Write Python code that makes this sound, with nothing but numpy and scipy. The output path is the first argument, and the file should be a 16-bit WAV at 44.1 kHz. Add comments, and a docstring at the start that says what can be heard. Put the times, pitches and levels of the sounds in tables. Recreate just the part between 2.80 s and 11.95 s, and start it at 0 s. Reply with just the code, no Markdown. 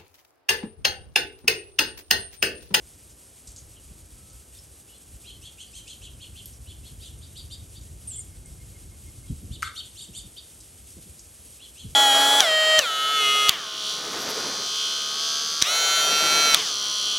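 """Birds at a feeder in the sleet

Small birds chirp in short series in a snowy yard, each singing with both sides of its voice box.
One bird gives a thin high whistle, another pipes far away; there is one sharp knock and a few clicks.
Countless ice grains make a steady hiss, and walls throw the other sounds back.
A low rumble and soft handling bumps reach the hand-held microphone."""
import sys
import numpy as np
from scipy import signal
from scipy.fft import rfft, irfft
from scipy.io import wavfile

SR = 44100
rng = np.random.default_rng(int(sys.argv[2]) if len(sys.argv) > 2 else 0)


def bounce(signal):
    """Save signal as a 16-bit WAV file at the path given by the first command-line argument."""
    frames = np.transpose(np.atleast_2d(signal))
    limited = np.clip(frames, -1, 1)
    pcm = np.round(limited * 32767).astype(np.int16)
    wavfile.write(sys.argv[1], SR, pcm)


N = 403515
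TIME = np.arange(N) / SR


def gain_of(db):
    """Turns decibels into a number to multiply a sound by."""
    return 10 ** (np.asarray(db) / 20)


def evened(x):
    """Scales a signal to an average (rms) size of one."""
    return x / np.sqrt(np.mean(x ** 2) + 1e-20)


def value_at(points, hz):
    """Looks up a curve between its points, with frequency spaced by octaves."""
    f, value = np.transpose(points)
    return np.interp(np.log(hz + 1), np.log(f + 1), value)


def add(mix, s, sound):
    """Mixes a sound in, starting at s seconds."""
    part = mix[..., max(round(s * SR), 0):][..., :sound.shape[-1]]
    part += sound[..., :part.shape[-1]]


def wander(size, rate_hz):
    """A smooth random wobble of average size one."""
    hz = np.fft.rfftfreq(size, 1 / SR)
    return evened(irfft(rfft(rng.standard_normal(size)) * np.exp(-(hz / rate_hz) ** 2), size))


def phase_of(hz):
    """The running angle of a wave whose pitch changes."""
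    return 2 * np.pi * np.cumsum(hz) / SR


def filtered(x, order, hz, kind):
    """Keeps what is above one frequency ("high") or between two ("band")."""
    return signal.sosfilt(signal.butter(order, hz, kind, fs=SR, output="sos"), x)


# Each row: frequency in Hz, how alike left and right are (1 means the same).
STEREO_LIKENESS = [(60, 1), (125, 1), (250, 0.92), (600, 0.67), (1000, 0.445), (1600, 0.52), (2200, 1),
                   (3200, 1), (6000, 1), (14000, 1)]


def coloured(pair, spectrum):
    """Gives two unrelated noises a tone colour and makes them partly alike."""
    hz, (a, b) = np.fft.rfftfreq(N, 1 / SR), rfft(pair)
    same = np.clip(value_at(STEREO_LIKENESS, hz), -1, 1)
    stereo = np.array([a, same * a + np.sqrt(1 - same ** 2) * b])
    return evened(irfft(stereo * gain_of(value_at(spectrum, hz)), N))


# How long the yard rings. Each row: frequency in Hz, seconds to fade by 60 dB.
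YARD_FADE = [(300, 0.37), (1300, 0.36), (3500, 0.32), (8000, 0.2), (14000, 0.15)]


def yard(x, near_db, tail_db, spread=0.15, near_s=0.0087):
    """Adds quick bounces off nearby surfaces, then a fading tail scattered by fence and hedge."""
    size = SR * 3 // 5
    near, scatter = rng.standard_normal((2, 2, size)) * (rng.random((2, 2, size)) < .12)
    age = np.arange(size) / SR
    near = near * np.exp(-age / near_s) * (age > .002)
    hz, t, bands = signal.stft(scatter, SR, nperseg=256)
    decay = gain_of(-60 * t / value_at(YARD_FADE, hz)[:, None]) * (1 - np.exp(-t / .012))
    tail = signal.istft(bands * decay, SR, nperseg=256)[1][:, :size]
    near *= gain_of(near_db) / np.linalg.norm(near[0])
    tail *= gain_of(tail_db) / np.linalg.norm(tail[0])
    mid, side = near + tail
    response = np.array([mid + spread * side, mid - spread * side])
    response[:, 0] += 1  # the sound that arrives directly
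    return signal.oaconvolve(x[None], response, axes=1)[:, :N]


# The tone colours of the air and the rumble. Each row: frequency in Hz, relative level in dB.
AIR_COLOUR = [(20, -33), (60, 8.5), (130, -3), (300, -5.5), (500, -8), (1000, -16.5), (1300, -15.5),
              (1700, -18.5), (3000, -25), (8000, -48)]
RUMBLE_COLOUR = [(15, -45), (25, -31), (48, 0.5), (72, 1), (109, -3.5), (190, -17.5), (330, -21.5),
                 (600, -38), (1200, -59), (3000, -110)]
# How the rumble swells. Each row: time in seconds, relative level in dB.
RUMBLE_SWELLS = [(0, -51.5), (.55, -73), (.7, -53.5), (1.35, -49), (2.15, -63), (2.35, -51), (2.6, -47),
                 (2.76, -60), (3.3, -47), (4.2, -43.5), (6.3, -44.5), (6.8, -40.5), (7.03, -56.5),
                 (7.45, -47.5), (7.56, -65), (8.25, -49.5), (8.95, -68), (9.07, -41.5)]


def air_and_rumble(air_db=-56.5, rumble_db=-1, lumps_db=1.5):
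    """Steady outdoor air, and a lumpy low rumble that comes and goes."""
    level_db = rumble_db + np.interp(TIME, *np.transpose(RUMBLE_SWELLS)) + lumps_db * wander(N, 10.0)
    rumble = coloured(rng.standard_normal((2, N)), RUMBLE_COLOUR) * gain_of(level_db)
    return rumble + gain_of(air_db) * coloured(rng.standard_normal((2, N)), AIR_COLOUR)


# The tone colour of the hiss. Each row: frequency in Hz, relative level in dB.
SLEET_COLOUR = [(800, -34.5), (1900, -16), (2400, -11), (3200, -7.5), (4000, -10), (5500, -7), (6500, -5),
                (7300, -4), (9000, -1), (10700, 3), (12000, -8.5), (13400, -33.5), (15700, -21.5),
                (16800, -47)]


def sleet(start_db=-52.5, growth_db_per_s=0.2941, grains_per_s=1500, grain_db=-6, flicker_db=1.35):
    """Countless ice grains merge into a slowly growing hiss; the nearer ones tick out of it."""
    sizes = gain_of(2.0 * np.minimum(rng.exponential(1, (2, N)), 5))
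    grains = sizes * rng.choice([-1, 1], (2, N)) * (rng.random((2, N)) < grains_per_s / SR)
    hiss = coloured(rng.standard_normal((2, N)) + gain_of(grain_db) * evened(grains), SLEET_COLOUR)
    return hiss * gain_of(start_db + growth_db_per_s * TIME + flicker_db * wander(N, 20.4))


# One row: start in seconds, length in seconds, pitch in Hz, level in dB.
THIN_TONE = (1.26, 0.5, 1298, -68.5)


def faint_tone():
    """A thin tone swells briefly out of the hiss."""
    s, length, hz, db = THIN_TONE
    out, t = np.zeros(N), np.arange(0, length, 1 / SR)
    add(out, s, gain_of(db) * np.hanning(len(t)) * np.sin(2 * np.pi * hz * t))
    return out


# Each row: time in seconds, level in dB, a pitch in Hz that the bump sinks through.
HANDLING_BUMPS = [(0.676, -42.5, 60), (0.82, -44, 54.4), (1.109, -45.5, 136), (2.335, -43, 63),
                  (4.113, -41, 70), (6.379, -42, 62), (6.501, -26, 91), (6.628, -37.5, 112),
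                  (6.696, -33, 80), (7.288, -42.5, 133.4), (7.449, -45, 134), (8.169, -44, 161),
                  (8.26, -49, 142), (9.043, -37.5, 126.8)]


def bumps(rise_s=0.013, settle_s=0.0088, rub=0.71):
    """The hand on the microphone makes dull pushes that sink in pitch, with a little rubbing."""
    out, t = np.zeros(N), np.arange(SR // 6) / SR
    for s, db, hz in HANDLING_BUMPS:
        sinking_hz = hz * (0.824 + 1.5 * np.exp(-t / settle_s))
        push = np.sin(phase_of(sinking_hz)) + rub * wander(len(t), 2.44 * hz)
        add(out, s - .004, gain_of(db) * push * t / rise_s * np.exp(1 - t / rise_s))
    return filtered(out, 4, 38, "high")


# Each row: start in seconds, level in dB, centre and width of the noise in Hz,
# snap in dB above that level, seconds to fade by 60 dB.
RUSTLING_CLICKS = [(.296, -52, 6970, 2000, 1, 0.1), (.6722, -43.5, 7400, 2420, 2, 0.163),
                   (.717, -53, 8000, 1200, 7, .04), (.7615, -45, 6900, 2400, 3, .15),
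                   (1.498, -51, 7000, 2600, -6, 0.14), (1.529, -48, 9100, 1800, -2, 0.045),
                   (2.183, -55, 8400, 1200, 7, .04), (3.078, -45.5, 6460, 1800, 0, 0.099),
                   (3.657, -37.5, 11600, 1900, 2, 0.046), (3.657, -51, 5930, 2500, 0, .09),
                   (5.008, -53.5, 6500, 1800, -14, .14), (5.659, -51, 8300, 2000, 2, .073),
                   (7.803, -46.5, 7000, 2600, -1, .076), (8.104, -49, 7600, 2600, 2.5, 0.035),
                   (8.393, -45, 6700, 1300, 5.5, 0.061)]


def clicks(grain_db=3.0, rise_s=0.0007, snap_s=0.0015):
    """Each click opens with a crisp snap and trails off in a bright, grainy rustle."""
    out, t = np.zeros(N), np.arange(SR // 4) / SR
    hz = np.fft.rfftfreq(len(t), 1 / SR)
    for s, db, centre_hz, width_hz, snap_db, fade_s in RUSTLING_CLICKS:
        band = np.exp(-.5 * ((hz - centre_hz) / width_hz) ** 2)
        burst = irfft(rfft(rng.standard_normal(len(t))) * band, len(t))
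        rustle = gain_of(grain_db * wander(len(t), 240.0) - 60 * t / fade_s)
        shape = np.minimum(t / rise_s, 1) * (gain_of(snap_db) * np.exp(-t / snap_s) + rustle)
        add(out, s, gain_of(db) * evened(burst) * shape)
    return filtered(out, 4, [2800, 13500], "band")


# A light touch, then the blow. Each row: start in seconds, level in dB,
# brightness in dB per octave, crack in dB above that level.
KNOCK_HITS = [(6.8226, -32, 13.5, -5), (6.8277, -14.5, 0.5, -13)]
# The struck thing's tones. Each row: pitch in Hz, relative level in dB, seconds to fade by 60 dB.
KNOCK_TONES = [(1273, 0.5, 0.025), (1540, -4, 0.019), (1890, -10.5, 0.0184), (2130, -10, 0.022),
               (2310, -13.5, 0.0212), (2820, -17, .016), (4560, -20, .01), (6500, -31, 0.013),
               (8750, -32, .014)]
# Each row: delay in seconds, level in dB compared with the hit.
WALL_ECHOES = [(0.0207, -17), (0.052, -23)]


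def knock(contact_s=0.00034, crack_s=.0095):
    """Two quick hits ring the same short tones, each with a crack; the nearest walls answer."""
    out, t = np.zeros(N), np.arange(SR // 8) / SR
    for s, db, bright_db, crack_db in KNOCK_HITS:
        ring = np.zeros(len(t))
        for k, (hz, tone_db, fade_s) in enumerate(KNOCK_TONES):
            tilt_db = bright_db * np.log2(hz / KNOCK_TONES[0][0])
            ring += (-1) ** k * gain_of(tone_db + tilt_db - 60 * t / fade_s) * np.sin(2 * np.pi * hz * t)
        crack = filtered(rng.standard_normal(len(t)), 1, [1800, 9500], "band") * np.exp(-t / crack_s)
        hit = gain_of(db) * (ring + gain_of(crack_db) * crack) * (1 - np.exp(-t / contact_s))
        add(out, s, hit)
        for delay, echo_db in WALL_ECHOES:
            add(out, s + delay, gain_of(echo_db) * hit)
    return filtered(out, 6, [1130, 13000], "band")


def piping(first_s=5.395, gap_s=.137, slowing_s=0.0019, note_s=0.086, top_hz=2150, middle_db=-62):
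    """A far bird repeats one softly arched, unsteady note, in a run that swells, slows and fades."""
    out, u = np.zeros(N), np.linspace(-1, 1, round(note_s * SR))
    for k, place in enumerate(np.linspace(-1, 1, 8)):
        s = first_s + k * (gap_s + k * slowing_s)
        hz = top_hz * (1 - 0.035 * u ** 2 + 0.01 * wander(len(u), 90))
        db = middle_db - 1.5 * place ** 2 + 3.0 * wander(len(u), 40)
        add(out, s - note_s / 2, gain_of(db) * np.hanning(len(u)) * np.sin(phase_of(hz)))
    return out


# Each row: start and length in seconds, middle pitch and slide in Hz, level in dB,
# wobble as a share of the pitch.
BIRD_PIPS = [(0.772, 0.025, 6560, -900, -51, 0.013), (1.781, .018, 5100, -500, -55.5, 0.068),
             (2.175, 0.013, 8600, -1000, -58, 0.054), (2.872, .022, 4660, 500, -62, .03),
             (3.729, 0.018, 5740, 1407, -59, .05), (4.384, .014, 9000, -800, -54.5, .04)]


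def pips():
    """Other birds keep in touch with tiny sliding calls, some clear and some buzzy."""
    out = np.zeros(N)
    for s, length, middle_hz, slide_hz, db, wobble in BIRD_PIPS:
        u = np.linspace(-.5, .5, round(length * SR))
        hz = (middle_hz + slide_hz * u) * (1 + wobble * wander(len(u), 700))
        add(out, s, gain_of(db) * evened(np.hanning(len(u)) * np.sin(phase_of(hz))))
    return out


# Each row: time of the flick's peak in seconds, rise in Hz, half its length in seconds.
WHISTLE_FLICKS = [(5.365, 1686, .007), (5.392, 1905, 0.0095)]


def whistle(start_s=5.27, length_s=0.15, rest_hz=6970, drop_hz=3050, settle_s=0.028, rest_db=-40):
    """A bird's thin note slides down, then flicks up twice; the higher it goes, the louder it is."""
    out, t = np.zeros(N), np.arange(0, length_s, 1 / SR)
    hz = rest_hz + drop_hz * np.exp(-t / settle_s)
    for s, rise_hz, half_s in WHISTLE_FLICKS:
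        hz += rise_hz * np.exp(-((start_s + t - s) / half_s) ** 2)
    hz *= 1 + 0.0116 * wander(len(t), 600)
    shape = np.minimum(t / 0.007, 1) ** 2 * np.minimum((length_s - t) / 0.014, 1)
    level = gain_of(rest_db + 20.5 * np.log2(hz / rest_hz))
    add(out, start_s, shape * level * np.sin(phase_of(hz)))
    return out


def chirp(lower_hz, upper_hz, db, upper_db, bright_db, climb_s, fall_s, rasp, foot_db, end_db,
          settle_hz=2888, roundness=2.3, flutter_db=2.7, beak_hz=2350):
    """Both voices scoop up and settle; some chirps are clear, others raspy or bright with overtones."""
    t = np.arange(-1.35 * climb_s, 1.2 * fall_s, 1 / SR)
    u = t / np.where(t < 0, climb_s, fall_s)  # -1 at the foot of the climb, 0 at the top, 1 at the end
    foot = np.where(u < 0, .745, settle_hz / lower_hz)  # as a share of the top pitch
    arch = 1 - (1 - foot) * np.tanh(abs(u) ** roundness) / np.tanh(np.sqrt(2))
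    wobble = .068 * rasp ** 1.424 * np.interp(u, [-1, 0, 1], [.35, 1, .7])  # raspiest at the top
    lower = phase_of(lower_hz * arch * (1 + wobble * wander(len(t), 420)))
    upper = phase_of(upper_hz * arch * (1 + wobble * wander(len(t), 420)))
    lower_gain = gain_of(flutter_db * wander(len(t), 840))
    upper_gain = gain_of(upper_db + flutter_db * wander(len(t), 840))
    swell = gain_of(np.interp(u, [-0.96, -1.25, 0, 0.97], [-11, -7, 0, end_db]))
    voices = swell * lower_gain * np.sin(lower) + np.exp(-(u / 0.87) ** 2) * upper_gain * np.sin(upper)
    overtone_swell = gain_of(np.interp(u, [-1, 0, 1], [foot_db, 0, -10]))
    overtones = overtone_swell * (1.26 * np.sin(2 * lower) + 0.83 * np.sin(3 * lower))
    overtones += np.exp(-(u / 0.96) ** 2) * (0.7 * np.sin(lower + upper) + .9 * np.sin(2 * upper))
    overtones = filtered(overtones, 4, 5700, "high")
    sound = np.sqrt(2) * voices + gain_of(bright_db - 3.5) * lower_gain * overtones
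    sound *= signal.windows.tukey(len(t), .2) * gain_of(db + 0.06)
    return t[0], filtered(sound, 5, beak_hz, "high")  # a small beak sends out low pitches weakly


# Each chirp is an arch in pitch. Each row: time of the top in seconds, top pitches of the lower and
# upper voice in Hz, level in dB, relative levels of the upper voice and overtones in dB,
# climb and fall in seconds, rasp from 0 to 1, then the overtones at the foot and
# the lower voice at the end, both in dB compared with the top.
FEEDER_CHIRPS = [(.97, 3070, 4000, -62.5, -12, -16, 0.022, 0.022, 0.93, -3, -6),
                 (1.76, 3760, 4600, -65, -4, -15, 0.0263, .035, .8, -3, -4),
                 (2.105, 2990, 3900, -61.5, -13.5, -16, 0.027, 0.0275, .3, -3, -2),
                 (2.153, 3500, 4260, -61.5, -4, -16, 0.032, .02, .3, -3, -6),
                 (2.484, 3263, 4120, -51, -4, -13, 0.037, 0.026, 0.36, 6.5, 2.5),
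                 (2.518, 3357, 4200, -54.5, -3, -9, 0.024, .016, 0.44, -3, -6),
                 (2.665, 3530, 4360, -50, -8, -5.5, 0.04, 0.022, 0.91, 4, 0),
                 (2.815, 3195, 4290, -47, -10.5, -1.5, 0.033, 0.026, 0.75, -11, -6),
                 (2.967, 3215, 4320, -51, -5.5, 4, 0.033, 0.039, 0.62, -4, -4),
                 (3.11, 3257, 4120, -49, -4.5, 0, 0.042, 0.027, .8, -6, -5),
                 (3.243, 3295, 4110, -48.5, -7.5, -3.5, 0.026, 0.033, 0.81, -2, -2),
                 (3.426, 3416, 4280, -49.5, -5, -2.5, 0.024, 0.023, 0.86, -11, 2),
                 (3.579, 3340, 4370, -51, -7, -13, 0.023, .028, .8, -4, 0.5),
                 (3.901, 3420, 4300, -54.5, -6.5, -18, 0.0352, 0.026, 0.89, -4.5, -2),
                 (4.068, 3450, 4260, -56.5, -2, -18, 0.031, 0.026, .7, -3, -1),
                 (4.235, 3873, 4830, -54.5, -3, -17, 0.034, .024, .3, -8, -6),
                 (4.258, 3445, 4200, -52.5, -4, -1, 0.03, 0.0304, 0.93, -11, -3),
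                 (4.44, 3840, 4730, -55, -4.5, -13, 0.026, 0.022, 0.57, -8, -6),
                 (4.585, 3830, 4790, -49.5, 0.5, 0, 0.029, 0.021, .3, -12, -3),
                 (4.731, 3760, 4760, -48, 0.5, -0.5, 0.025, .018, 0.325, -6, -6),
                 (4.972, 3750, 4700, -55, -3, -23, .026, 0.02, .3, -8, -6),
                 (5.339, 3430, 4230, -55, -8, -12, 0.0341, 0.0225, .4, -3, -1),
                 (6.486, 3330, 3940, -66, -0.5, -17, .028, .028, .55, -3, -4),
                 (6.742, 3754, 4580, -50, -5, -3, 0.027, 0.022, 0.46, -9, -1),
                 (6.862, 3695, 4540, -43.5, -3.5, -3, .027, .02, 0.27, -9, -6),
                 (6.985, 3730, 4505, -42, -1, -10, .027, 0.0221, 0.12, 6, 1),
                 (7.061, 3550, 4600, -55, -6, 1, 0.025, .022, 0.56, -8, -6),
                 (7.195, 3716, 4480, -50, -2, 1, 0.031, 0.02, 0.416, -2, 1.5),
                 (7.227, 3720, 4720, -48, -5, 5, .027, .021, 0.35, -12, -6),
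                 (7.378, 3656, 4705, -45, -5.5, 5.5, 0.036, .025, 0.18, -13, -7),
                 (7.582, 3705, 4720, -46.5, -3.5, -16, 0.017, 0.02, 0.17, -8, -7),
                 (8.836, 3340, 4230, -51.5, -7.5, -11, 0.039, 0.029, 0.65, -3, -3),
                 (9.008, 3396, 4220, -50.5, -5, -3.5, 0.0441, .033, 0.71, -2, -5)]


def chirps():
    """The birds hop about, so each chirp comes back from the yard by its own paths."""
    out = np.zeros((2, N))
    for s, *shape in FEEDER_CHIRPS:
        offset_s, sound = chirp(*shape)
        add(out, s + offset_s, yard(sound, near_db=-2, tail_db=-5.5, spread=0.29, near_s=.009))
    return out


def scene():
    """Birds, knock and clicks sound in the yard, over sleet and rumble."""
    birds = chirps() + yard(whistle() + pips(), near_db=-3.5, tail_db=-5.5)
    far_bird = yard(piping(), near_db=-16, tail_db=-12.0)
    blow = yard(knock(), near_db=-13, tail_db=-9.0, spread=0.35)
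    blow *= gain_of([[.7], [-.7]])  # a little to the left
    rustles = yard(clicks(), near_db=-32, tail_db=-6.0)
    return birds + far_bird + blow + rustles + sleet() + air_and_rumble() + bumps() + faint_tone()


# Each row: frequency in Hz, how far the left wave lags the right in radians.
LEFT_LAG = [(0, 0), (50, .28), (160, .4), (350, .05), (1200, 0), (1700, .55), (2300, 0), (3100, -.4),
            (4300, -.1), (5000, 0), (8800, 0), (9100, 1.1), (10250, 3.1), (11000, 4.6), (11700, 6.2),
            (12900, 6.5), (13700, 9.4), (14700, 12.6)]


def record(dry, top_hz=15900):
    """The left and right channels are out of step, most in the high treble; the very top is cut."""
    hz = np.fft.rfftfreq(N, 1 / SR)
    lag = np.interp(hz, *np.transpose(LEFT_LAG))
    stereo = irfft(rfft(dry) * np.exp(.5j * np.array([-lag, lag])), N)
    treble_cut = signal.firwin(511, top_hz, window=("kaiser", 9), fs=SR)
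    return signal.oaconvolve(stereo, treble_cut[None], "same")


dry = scene()
out = record(dry)
bounce(out)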